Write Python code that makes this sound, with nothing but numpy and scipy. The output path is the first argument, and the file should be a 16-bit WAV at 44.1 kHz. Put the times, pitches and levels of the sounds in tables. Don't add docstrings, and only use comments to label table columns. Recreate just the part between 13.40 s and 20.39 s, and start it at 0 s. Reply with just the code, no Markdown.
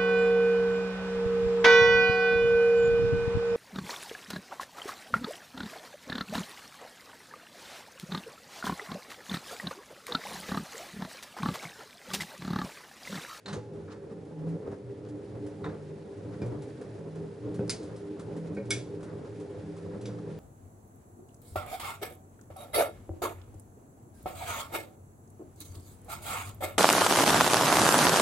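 import sys
import numpy as np
from scipy import signal
from scipy.fft import rfft, irfft, next_fast_len
from scipy.io import wavfile

SR = 44100
rng = np.random.default_rng(int(sys.argv[2]) if len(sys.argv) > 2 else 0)


def dump_mix(stems):
    frames = np.atleast_2d(stems).T
    limited = np.clip(frames, -1, 1)
    pcm = np.round(limited * 32767).astype(np.int16)
    wavfile.write(sys.argv[1], SR, pcm)


def invert_db(level):
    return 10 ** (np.asarray(level, dtype=float) / 20)


N = 308259
MAINS_HZ = 50

# (peak t/s, length/s, cabinet rumble level/dB, slosh level/dB)
SURGES = [(0.174, 0.07, -47, -46.5), (0.332, 0.11, -38, -59), (1.103, 0.22, -39, -55),
          (1.296, 0.16, -43, -52), (1.809, 0.43, -44, -73), (1.946, 0.081, -59.5, -58),
          (2.294, 0.15, -40.5, -53.5), (3.059, 0.086, -52, -51), (3.135, 0.11, -46, -51.5),
          (3.782, 0.061, -34, -72), (4.1, 0.15, -38.5, -58), (4.222, 0.092, -36, -55),
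          (4.323, 0.16, -60, -57), (4.95, 0.49, -40.5, -60), (5.335, 0.2, -62, -57),
          (5.528, 0.057, -43, -59), (5.79, 0.13, -45, -57), (5.96, 0.16, -39.5, -71),
          (6.55, 0.19, -57, -60.5), (6.697, 0.14, -70, -58), (6.885, 0.097, -62, -60)]


def rms_one(x):
    return x / np.sqrt(np.mean(x ** 2) + 1e-20)


def at_hz(points, hz):
    point_hz, values = np.transpose(points)
    return np.interp(np.log(hz), np.log(point_hz), values)


def drift(rate):
    r = np.exp(-80 * np.pi * rate / SR)
    white = rng.standard_normal(N // 40 + 2002)
    slow = signal.lfilter([1], [1, -2 * r, r * r], white)[2000:]
    return np.interp(np.arange(N) / 40, np.arange(len(slow)), rms_one(slow))


def resonate(x, modes):
    out = 0
    for k, (hz, width, level_db) in enumerate(modes):
        r = np.exp(-np.pi * max(width, 3) / SR)
        b = (1 - r * r) / 2 * np.array([1, 0, -1])
        a = [1, -2 * r * np.cos(2 * np.pi * hz / SR), r * r]
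        out = out + (-1) ** k * invert_db(level_db) * signal.lfilter(b, a, x + 1e-18)
    return out


def band(x, low_hz, high_hz):
    return signal.sosfilt(signal.butter(2, [low_hz, high_hz], "band", fs=SR, output="sos"), x)


def pair(hz, mid, side):
    # (f/Hz, likeness 0..1)
    likeness = [(60, 1), (140, 1), (340, 0.75), (820, 0.27), (1950, 0.63), (4640, 0.57), (11100, 0.71)]
    alike = np.clip(at_hz(likeness, hz), 0, 1)
    return np.sqrt(1 + alike) * mid + np.sqrt(1 - alike) * side * [[1], [-1]]


def dying(times, levels_db, t60s, rise_s):
    out = np.zeros(N)
    for s, level_db, t60 in zip(times, levels_db, t60s):
        t = np.arange(N - round(s * SR))[:SR // 2] / SR
        out[round(s * SR):][:len(t)] += invert_db(level_db - 60 * t / max(t60, .02)) * (1 - np.exp(-t / rise_s))
    return out


def swells(times, lengths, levels_db, rest_db):
    coarse = np.arange(0, N, 40)
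    x = (coarse[:, None] / SR - times) / lengths
    x = np.clip(np.where(x < 0, -x / 0.93, x / 0.81), 0, 1)
    power = (invert_db(levels_db) * np.cos(np.pi / 2 * x) ** 2) ** 2
    return np.interp(np.arange(N), coarse, np.sqrt(power.sum(axis=1) + invert_db(rest_db) ** 2))


def banded_noise(spectrum, low_hz, count, patchy_db):
    out, together = 0, drift(17.0)
    edges = low_hz * 2 ** (np.arange(count + 1) / 2)
    white = rng.standard_normal((2, 2, N))
    for k, (low, high) in enumerate(zip(edges, edges[1:])):
        hz = np.sqrt(low * high)
        gain = invert_db(at_hz(spectrum, hz) + patchy_db * (together + .5 * drift(44.0)))
        out = out + gain * pair(hz, *band(white[k % 2], low, high))
    return rms_one(out)


def tone(hz, wander_hz, flutter_db):
    phase = 2 * np.pi * (np.cumsum(hz + wander_hz * drift(7.33)) / SR + rng.random())
    return np.sqrt(2) * invert_db(flutter_db * drift(4.9)) * np.sin(phase)


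def quarter_turn(x):
    return signal.hilbert(x, next_fast_len(N)).imag[:N]


def startup():
    start_s = 0.053
    points_s = [0, start_s - .02, start_s, start_s + 0.004]
    return invert_db(np.interp(np.arange(N) / SR, points_s, [-20, -16, -14, -0.5]))


def water_level():
    # (t/s, level/dB)
    water = [(0.0, -73.5), (0.21, -72.5), (1.69, -71), (2.08, -69), (2.55, -69.5), (3.29, -67.5),
             (3.48, -68), (4.11, -69), (4.4, -65.5), (4.73, -68.5), (6.76, -67.5), (6.99, -68.5)]
    s, level_db = np.transpose(water)
    return np.interp(np.arange(N) / SR, s, level_db)


def faint_buzz():
    # (start t/s, length/s, level/dB)
    fourth_bouts = [
        (0.1, 0.09, -41),
        (3.005, 0.051, -41),
        (4.123, 0.13, -47),
        (5.148, 0.15, -38.5),
        (6.54, 0.036, -43),
        (6.668, 0.046, -43),
        (6.919, 0.04, -47),
    ]
    # (start t/s, length/s, level/dB)
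    eleventh_bouts = [
        (3.015, 0.06, -59),
        (4.183, 0.06, -52),
        (5.184, 0.035, -42),
    ]
    out = 0
    for rows, multiple, wander_hz in [(fourth_bouts, 4, 1.7), (eleventh_bouts, 11, 3.03)]:
        s, length, level_db = np.transpose(rows)
        swell = swells(s + length / 2, length + 0.027, level_db - 2.0, -71.5)
        out = out + swell * tone(multiple * MAINS_HZ, wander_hz, flutter_db=-3.5)
    return out


def pump():
    # (multiple of the mains, rms level/dB)
    steady_buzz = [(2, -57.5), (3, -62), (4, -60), (7, -68), (9, -63), (10, -59.5), (11, -63), (17, -74.5)]
    # (start t/s, length/s, level/dB)
    sixth_bouts = [(1.04, 0.15, -38.5), (1.318, 0.021, -44), (1.678, 0.11, -39), (2.006, 0.13, -40),
                   (2.267, 0.041, -39), (2.885, 0.016, -39.5), (3.026, 0.035, -46), (3.124, 0.073, -45.5),
                   (4.012, 0.12, -38), (4.194, 0.082, -40), (4.418, 0.064, -41), (4.677, 0.098, -39.5),
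                   (4.91, 0.069, -40.5), (5.111, 0.026, -40.5), (5.187, 0.059, -69), (5.288, 0.095, -40.5),
                   (5.433, 0.062, -41), (5.54, 0.039, -46), (5.979, 0.087, -39.5), (6.287, 0.036, -45),
                   (6.704, 0.11, -40.5), (6.811, 0.039, -39)]
    # (start t/s, length/s, level/dB)
    eighth_bouts = [(0.282, 0.17, -43), (0.618, 0.028, -39.5), (1.142, 0.092, -48), (1.276, 0.053, -41),
                    (1.49, 0.047, -36.5), (1.741, 0.18, -42.5), (1.965, 0.13, -39), (2.188, 0.061, -41),
                    (2.445, 0.16, -44), (2.691, 0.031, -40), (3.014, 0.2, -40.5), (3.543, 0.033, -43),
                    (3.651, 0.034, -45), (3.76, 0.16, -38), (4.01, 0.063, -50), (4.166, 0.098, -38),
                    (4.323, 0.036, -52.5), (4.589, 0.25, -39.5), (4.898, 0.051, -40), (5.267, 0.11, -39.5),
                    (5.429, 0.25, -40.5), (5.71, 0.11, -45), (5.86, 0.069, -42), (5.975, 0.17, -41.5),
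                    (6.277, 0.042, -39.5), (6.373, 0.27, -40.5)]
    out = 0
    for k, level_db in steady_buzz:
        out = out + invert_db(level_db) * tone(k * MAINS_HZ, wander_hz=0.148 * k, flutter_db=4.5)
    s, length, level_db = np.transpose(sixth_bouts)
    sixth = swells(s + length / 2, length + 0.023, level_db - 3.0, rest_db=-54)
    s, length, level_db = np.transpose(eighth_bouts)
    eighth = swells(s + length / 2, length + 0.012, level_db - 3.0, rest_db=-53.5)
    out = out + sixth * tone(6 * MAINS_HZ, wander_hz=2.03, flutter_db=3.0)
    return out + eighth * tone(8 * MAINS_HZ, wander_hz=1.4, flutter_db=0.03)


def groans():
    # (peak t/s, length/s, peak level/dB, f/Hz)
    low_bouts = [(.22, 0.14, -41, 112.4), (1.06, 0.12, -47, 119), (1.48, 0.096, -36, 119.2),
                 (1.70, 0.24, -41.5, 115.3), (2.01, 0.24, -40.5, 118.2), (2.92, 0.14, -37.5, 116),
                 (3.09, 0.11, -28, 117.2), (3.28, 0.24, -42.5, 119.4), (3.51, 0.16, -44.5, 115.3),
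                 (4.07, 0.11, -36.5, 116), (4.25, 0.21, -36.5, 116.8), (4.54, 0.077, -34.5, 113.6),
                 (4.9, 0.11, -39.5, 113.9), (5.17, 0.078, -41, 118.7), (5.32, 0.18, -32, 118.5),
                 (5.55, 0.26, -49, 121), (5.73, 0.23, -45, 108.3), (5.94, 0.11, -39, 111.9),
                 (6.2, 0.16, -43.5, 112), (6.43, 0.16, -43, 112), (6.68, .26, -37.5, 116)]
    # (peak t/s, length/s, peak level/dB, f/Hz)
    high_bouts = [(.138, 0.037, -32.5, 158.2), (.38, 0.26, -45, 158.2), (.79, 0.12, -41, 170),
                  (.97, 0.11, -39, 156.7), (1.02, .05, -33, 158.4), (1.1, 0.091, -24, 166.6),
                  (1.155, 0.026, -25, 169.5), (1.97, 0.1, -50, 157.8), (2.28, 0.12, -38, 158.1),
                  (2.47, 0.48, -41.5, 151), (2.97, 0.23, -42, 171.5), (3.2, 0.061, -37, 147),
                  (3.62, 0.12, -41.5, 160.3), (3.78, 0.3, -36.5, 158.6), (4.22, 0.21, -38.5, 171.2),
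                  (4.52, 0.12, -42, 167.2), (4.85, 0.44, -48.5, 165), (5.02, 0.22, -36, 164.8),
                  (5.11, .07, -38, 165.7), (5.65, 0.36, -42.5, 165), (5.8, .1, -47, 156),
                  (6.0, .1, -46, 165), (6.29, 0.17, -37, 163), (6.47, 0.29, -39, 169.3),
                  (6.76, 0.14, -44.5, 169.3), (6.92, 0.3, -37.5, 158.6)]
    out = 0
    for rows in (low_bouts, high_bouts):
        s, length, level_db, hz = np.transpose(rows)
        swell = swells(s, length, level_db - 4.0, rest_db=-65)
        swell = np.minimum(swell, invert_db(-33.0))
        out = out + swell * tone(np.interp(np.arange(N) / SR, s, hz), wander_hz=1.372, flutter_db=1.5)
    return out


def spray(water_db):
    # (f/Hz, density/dB per Hz)
    hiss_colour = [(820, -30), (1400, 4.5), (1700, -2.5), (3200, -8), (3610, -8), (8050, -15), (10500, -15),
                   (11200, -24), (14600, -54), (22000, -120)]
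    return invert_db(water_db + 4.5) * banded_noise(hiss_colour, 1344, count=6, patchy_db=1.06)


def slosh(fill_db):
    # (f/Hz, density/dB per Hz)
    slosh_colour = [(24, -52), (40, -20), (97, 2.5), (134, -1.5), (241, -4.5), (299, -4), (348, -11),
                    (405, 0.5), (703, -16), (846, -16.5), (2200, -35.5), (2860, -66), (4840, -120)]
    s, length, _, level_db = np.transpose(SURGES)
    surge = invert_db(0.94 * fill_db + 13.5) * swells(s, length, level_db, rest_db=-59.5)
    wash = surge * banded_noise(slosh_colour, 44.0, count=11, patchy_db=1.86)
    return signal.sosfilt(signal.butter(6, 2050, fs=SR, output="sos"), wash)


def cabinet(fill_db, opening):
    # (t/s, peak level/dB, ring/s)
    thuds = [(0.136, -52, 0.11), (1.069, -30.5, 0.071), (1.162, -38, .05), (1.201, -36, 0.055),
             (1.276, -36, 0.16), (1.95, -53, 0.17), (2.269, -46, 0.15), (2.294, -31, 0.054),
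             (3.0186, -22, 0.13), (4.193, -20, 0.06), (4.2075, -28, 0.05), (4.225, -32, 0.05),
             (4.237, -43, .06), (5.176, -26.5, 0.11), (5.743, -36, 0.15), (6.528, -33, 0.31),
             (6.691, -42, 0.17)]
    # (f/Hz, width/Hz, level/dB)
    panels = [(63.4, 4.6, -33), (86, 5.3, -6.5), (116, 54, -4), (156, 53.4, -7), (202, 14, 0),
              (262.8, 26.5, -3.5), (297.3, 33.3, -0.5), (332.6, 29.5, -3.5), (409.5, 24.6, 3),
              (443, 56.8, 0.5), (491, 51.7, -3.5), (567.6, 59, -9), (614, 140, -21), (777.3, 9.5, -12.5),
              (848, 21, -17.5)]
    s, length, level_db, _ = np.transpose(SURGES)
    rumble = invert_db(0.34 * fill_db) * swells(s, length, level_db, rest_db=-42)
    s, level_db, t60 = np.transpose(thuds)
    force = rumble * invert_db(-5.0 + 3.05 * drift(24.0)) * opening
    force = force + dying(s, level_db - 18.5, t60, rise_s=0.0051)
    size = np.sqrt(np.mean(resonate(rng.standard_normal(SR), panels) ** 2))
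    mid, side = resonate(force * rng.standard_normal((2, N)), panels) / size
    push = band(dying(s, level_db, .012 + 0 * s, rise_s=0.00031), 78, 1100)
    shudder = invert_db(-15.5) * resonate(push, panels) / size
    return pair(140, mid, side) / np.sqrt(2) + shudder + invert_db(7.0) * band(push, 120, 600)


def splashes():
    # (peak t/s, length/s, dull level/dB, bright level/dB)
    sheets = [(0.497, .03, -61, -79), (0.521, 0.036, -57, -59), (0.715, 0.027, -64, -71),
              (1.08, 0.034, -73, -78), (1.13, 0.041, -70, -77), (1.23, 0.023, -61, -77),
              (1.275, 0.037, -57, -73), (1.336, 0.037, -56, -70), (1.66, 0.049, -62.5, -70),
              (2.939, 0.024, -53, -67), (3.3, .04, -69, -72), (4.05, 0.054, -64, -72),
              (4.515, .08, -56, -73), (5.695, .06, -54, -72), (5.872, 0.054, -57, -68),
              (6.017, 0.034, -60, -69), (6.156, 0.044, -61, -72), (6.34, 0.049, -69, -76),
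              (6.539, 0.054, -55, -75), (6.719, 0.064, -62, -75), (6.788, 0.024, -54.5, -67)]
    s, length, dull_db, bright_db = np.transpose(sheets)
    drops_per_s = 2500
    drops = rng.standard_normal((2, N)) * (.3 + (rng.random((2, N)) < drops_per_s / SR) * 3.0)
    dull = rms_one(pair(1300, *band(band(drops, 550, 1720), 550, 1720)))
    bright = rms_one(pair(4600, *band(drops[::-1], 2300, 5800)))
    return swells(s, length, dull_db, -90) * dull + swells(s, length, bright_db, -96) * bright


def drips():
    # (t/s, peak level/dB, f/Hz)
    gulps = [(0.4795, -48, 1090), (1.0627, -51, 1160), (1.2159, -52, 1000), (1.6514, -52, 1020),
             (2.0624, -49, 931), (2.2405, -35, 1310), (2.7993, -53, 1030), (3.0168, -43, 2290),
             (3.2208, -49, 910), (3.4079, -46, 1530), (4.2949, -32, 2270), (4.4989, -48, 1220),
             (4.7947, -47, 921), (4.9698, -49, 1030), (5.1689, -40, 2270), (5.3066, -27, 2260),
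             (5.6328, -46, 985), (5.8603, -48, 1020), (5.9995, -49, 1310), (6.5163, -46, 950),
             (6.655, -46, 926), (6.7757, -49, 1060)]
    out, t = np.zeros(N + SR), np.arange(SR // 8) / SR
    for s, level_db, hz in gulps:
        fall_db = 60 * t * hz / 42
        fall = invert_db(min(level_db, -50.0) - 5 - fall_db) * (1 - np.exp(-t / .0015))
        out[round(s * SR):][:len(t)] += fall * np.sin(2 * np.pi * hz * t * (1 + 1.5 * t))
    return out[:N]


def tub():
    # (t/s, peak level/dB, f/Hz)
    knocks = [(0.176, -30.5, 486), (0.289, -39, 425), (0.316, -43, 498), (1.071, -31, 507),
              (1.153, -34, 464), (1.168, -34, 526), (1.202, -31.5, 431), (1.278, -27.5, 490),
              (1.329, -38, 426), (1.479, -45, 416), (1.644, -42, 495), (1.959, -37, 522), (2.062, -38, 500),
              (2.269, -28, 458), (3.02, -30.5, 346), (3.035, -33, 436), (3.408, -33.5, 499),
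              (4.1935, -30, 470), (4.2085, -26, 515), (4.2275, -30, 400), (4.2365, -27, 425),
              (5.174, -28, 431), (6.145, -36, 500), (6.338, -38, 540), (6.536, -45, 433), (6.689, -43, 520)]
    out, t = np.zeros(N + SR), np.arange(SR // 4) / SR
    for s, level_db, hz in knocks:
        peak_db = level_db - 2.5
        ring = invert_db(peak_db - 60 * t / 0.09) * (1 - np.exp(-t / 0.00056)) * np.sin(2 * np.pi * hz * t)
        overtone = invert_db(peak_db - 8.5 - 60 * t / 0.035) * np.sin(2 * np.pi * 1.327 * hz * t)
        out[round(s * SR):][:len(t)] += ring + overtone
    return out[:N]


def slaps():
    # (t/s, peak level/dB, dull part level/dB, dying/s, ring f/Hz)
    heavy_slaps = [
        (0.0585, -40.5, 6, 0.12, 4100),
        (0.08, -39, 6.5, 0.43, 3820),
        (0.1285, -32, -1, 0.16, 6240),
        (0.479, -62.5, 19.5, 0.49, 3700),
        (0.519, -51, 10, 0.25, 4400),
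        (2.242, -48, 20, 0.24, 3700),
        (2.2897, -57.5, 15, 0.44, 4000),
        (3.0164, -45, -7, 0.16, 4850),
    ]
    # (t/s, peak level/dB, dull part level/dB)
    spatters = [(0.3347, -58, -17), (0.715, -58, 10), (0.851, -57, -4), (1.071, -70, 13), (1.089, -52, -9),
                (1.262, -69, 1), (1.3143, -53.5, 12), (1.687, -51, -12), (1.951, -66, 15),
                (2.768, -56, -16), (2.94, -62, 18), (3.06, -49, -16.5), (3.22, -45.5, -7), (3.755, -52, 9),
                (4.143, -44.5, 0), (4.1918, -68, 8), (4.5614, -45.5, 0), (4.9641, -48.5, 6),
                (5.254, -50, -11), (5.6068, -52, 4), (5.6293, -44.5, 3.5), (5.999, -48.5, 2),
                (6.365, -48.5, 5), (6.6904, -61.5, 21), (2.064, -47, 3), (3.4125, -48, 6.5),
                (4.43, -44.5, -9), (4.794, -43, 2.5), (5.147, -51, -9), (6.6115, -45, -42)]
    light = [(*row, 0.17, 4180, 0) for row in spatters]
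    out, t = np.zeros(N + SR), np.arange(SR // 2) / SR
    for s, level_db, dull_db, t60, hz, steel in [(*row, 1) for row in heavy_slaps] + light:
        white = rng.standard_normal((2, len(t))) * invert_db(0.39 * drift(170.0)[:len(t)])
        spatter = rms_one(band(white[0], 1250, 10800 - 4500 * steel))
        ring = rms_one(resonate(white[0], [(hz, 450, 0)]))
        bright = (1 - 0.078 * steel) * spatter + (0.075 + 0.27 * steel) * ring
        dull = rms_one(band(band(white[1], 440, 1840), 440, 1840))
        fall = invert_db(-60 * t / max(t60, .02)) * (1 - np.exp(-t / 0.00032))
        out[round(s * SR):][:len(t)] += invert_db(level_db - 12.0) * fall * (bright + invert_db(dull_db + 0.5) * dull)
    return out[:N]


def crack(blows, modes, t60, gain_db, hard=0.38, tick_s=0.064, spike_db=-60, click_db=-40):
    s, level_db = np.transpose(blows)
    heard = slice(round(s[0] * SR), round((s[-1] + .5) * SR))
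    rattle = dying(s, level_db - 2.5, t60 + 0 * s, rise_s=0.00087)
    rattle = rattle + dying(s, level_db + 3, tick_s + 0 * s, rise_s=0.000043)
    tail = dying(s, level_db + 4, 1.4 * t60 + 0 * s, rise_s=0.0022)
    spike = dying(s, level_db + spike_db, 0.013 + 0 * s, rise_s=0.0002)
    white, out = rng.standard_normal((2, N)), np.zeros(N)
    blow = white[0] * rattle
    blow[np.round(s * SR).astype(int)] += invert_db(level_db + click_db)
    body = resonate(blow[heard], modes) / np.std(resonate(white[0, :SR // 4], modes))
    dense = band((white[0] * rattle + white[1] * tail)[heard], 1850, 5400)
    out[heard] = body + hard * dense + band((white[1] * spike)[heard], 2500, 16000)
    return invert_db(gain_db) * out


def opening_knocks():
    # (t/s, peak level/dB)
    opening_hits = [
        (0.0582, -38.5),
        (0.0823, -46),
        (0.1287, -48),
    ]
    # (f/Hz, width/Hz, level/dB)
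    opening_ring = [(1800, 180, 0), (2960, 330, -9), (3600, 120, -1), (3940, 190, 3), (4300, 120, 3),
                    (5760, 220, -18.5), (6660, 400, -12), (7500, 300, -13)]
    return crack(opening_hits, opening_ring, 0.13, gain_db=-8.0, hard=0.089, tick_s=.05, click_db=16.0)


def buckle():
    # (t/s, peak level/dB)
    drum_hits = [
        (2.2365, -45),
        (2.243, -48),
        (2.262, -54),
        (2.294, -65),
    ]
    # (f/Hz, width/Hz, level/dB)
    drum_ring = [(1050, 940, -10), (1550, 370, 2), (2060, 520, -14), (3700, 290, -2), (4110, 570, -8),
                 (4750, 510, -33)]
    return crack(drum_hits, drum_ring, 0.21, gain_db=-12.5, hard=.04, click_db=9.0)


def glass_knocks():
    # (t/s, peak level/dB)
    soft_knocks = [
        (3.0168, -49.5),
        (5.1673, -45.5),
    ]
    # (f/Hz, width/Hz, level/dB)
    soft_ring = [(1535, 49, 8.5), (1870, 24, 4), (2210, 31.3, 6.5), (2403, 50, 6), (4046, 170, -15),
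                 (5320, 110, -16)]
    # (t/s, peak level/dB)
    thud_knock = [
        (4.191, -44),
        (4.2075, -60),
        (4.225, -63),
    ]
    # (f/Hz, width/Hz, level/dB)
    thud_ring = [(853, 73, -9), (1280, 90, -5), (1500, 70, 5), (2150, 90, -8), (2550, 70, -4)]
    soft = crack(soft_knocks, soft_ring, 0.3, gain_db=-5.5, hard=.02, click_db=22.0)
    return soft + crack(thud_knock, thud_ring, 0.1, gain_db=-10.5, hard=.03, click_db=19.0)


def fastener():
    # (t/s, peak level/dB)
    graze = [
        (4.2775, -34),
        (5.3005, -35),
    ]
    # (t/s, peak level/dB)
    first_blows = [
        (4.2947, -16.5),
        (4.2995, -28),
    ]
    # (t/s, peak level/dB)
    later_blows = [
        (5.3056, -20),
    ]
    # (t/s, peak level/dB)
    last_blows = [
        (6.6553, -40.5),
    ]
    # (f/Hz, width/Hz, level/dB)
    first_ring = [(1470, 380, 4), (2310, 250, 7), (3420, 600, -16), (4150, 1030, 6), (5050, 450, 10.5),
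                  (6140, 200, 10), (6800, 640, 4.5), (7600, 170, 9.5), (9200, 330, 8), (10270, 730, -2)]
    later_ring = [(1530, 210, 0), (1793, 52, 0), (2214, 37, 12), (2420, 73, 9), (3390, 28, 12.5),
                  (3660, 50, 9), (3830, 180, -4), (4830, 150, 5.5), (5120, 160, 2.5), (6250, 170, -3),
                  (5780, 85, 6), (7500, 350, -0.5), (8900, 500, -1), (10100, 450, -2.5)]
    last_ring = [(2270, 135, 2), (3450, 260, 5.5), (3840, 200, 4), (4900, 200, 6.5), (5880, 180, 6.5),
                 (7440, 250, 1), (9050, 400, -5), (10000, 400, -8), (1400, 610, 0)]
    first_tail = [(2250, 740, -10), (4320, 570, 3), (5050, 460, 4), (6200, 900, -3), (8760, 1500, -6)]
    later_tail = [(1700, 470, 3), (3518, 500, -1), (4700, 900, -6), (5960, 600, 2), (7400, 600, 2),
                  (9000, 1500, -14)]
    blows = crack(graze, first_ring, 0.024, gain_db=-23.0, tick_s=.022, spike_db=8)
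    blows = blows + crack(first_blows, first_ring, 0.17, gain_db=-15.5, tick_s=0.033, spike_db=-1.0, click_db=8.0)
    blows = blows + crack(first_blows, first_tail, 0.52, gain_db=-36.0, hard=.1, tick_s=0.29)
    blows = blows + crack(later_blows, later_ring, 0.26, gain_db=-11.0, click_db=22.5)
    blows = blows + crack(last_blows, last_ring, 0.27, gain_db=-11.0, hard=0.32, click_db=15.0)
    lingering = [crack(later_blows, later_tail, 0.38, gain_db=-27.5, hard=.1, tick_s=0.32) for side in range(2)]
    return blows, np.array(lingering)


def bathroom(x):
    t60_s = 0.069
    size = next_fast_len(N + SR)
    w, spectrum = 2 * np.pi * np.arange(size // 2 + 1) / size, rfft(x, size)
    out = np.zeros((2, N))
    all_lags = (rng.uniform(0.0058, 0.029, (2, 8)) * SR).astype(int)
    for side, lags in enumerate(all_lags):
        loops = [invert_db(-60 * lag / SR / t60_s) * np.exp(-1j * w * lag) for lag in lags]
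        echoes = sum(g / (1 - g) * (-1) ** k for k, g in enumerate(loops))
        out[side] = irfft(spectrum * echoes, size)[:N]
    return out / 2


def scene():
    opening = startup()
    water_db = water_level()
    fill_db = water_db - np.median(water_db)
    hum = pump() + groans()
    hum = hum + .17 * quarter_turn(hum) * [[1], [-1]]
    body = opening * (hum + faint_buzz()) + spray(water_db) + np.sqrt(opening) * slosh(fill_db)
    body = body + cabinet(fill_db, opening) + splashes() + drips() + tub()
    blows, lingering = fastener()
    hits = slaps() + opening_knocks() + buckle() + glass_knocks() + blows
    wall_echo = invert_db(-23) * np.roll(hits, round(.006 * SR))
    wide = invert_db(-8.0) * quarter_turn(hits) + wall_echo
    near = body + hits + wide * [[1], [-1]] + invert_db(-5) * bathroom(hits) + lingering
    return near * invert_db(np.array([[-.3], [.3]]))


def low_pass(x):
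    return signal.sosfilt(signal.butter(12, 11200, fs=SR, output="sos"), x)


def record(dry):
    x = signal.sosfilt(signal.butter(2, 60, "high", fs=SR, output="sos"), dry)
    x = signal.sosfilt(signal.ellip(10, .5, 30, 11080, fs=SR, output="sos"), x)
    return low_pass(x)


dry = scene()
out = record(dry)
dump_mix(out)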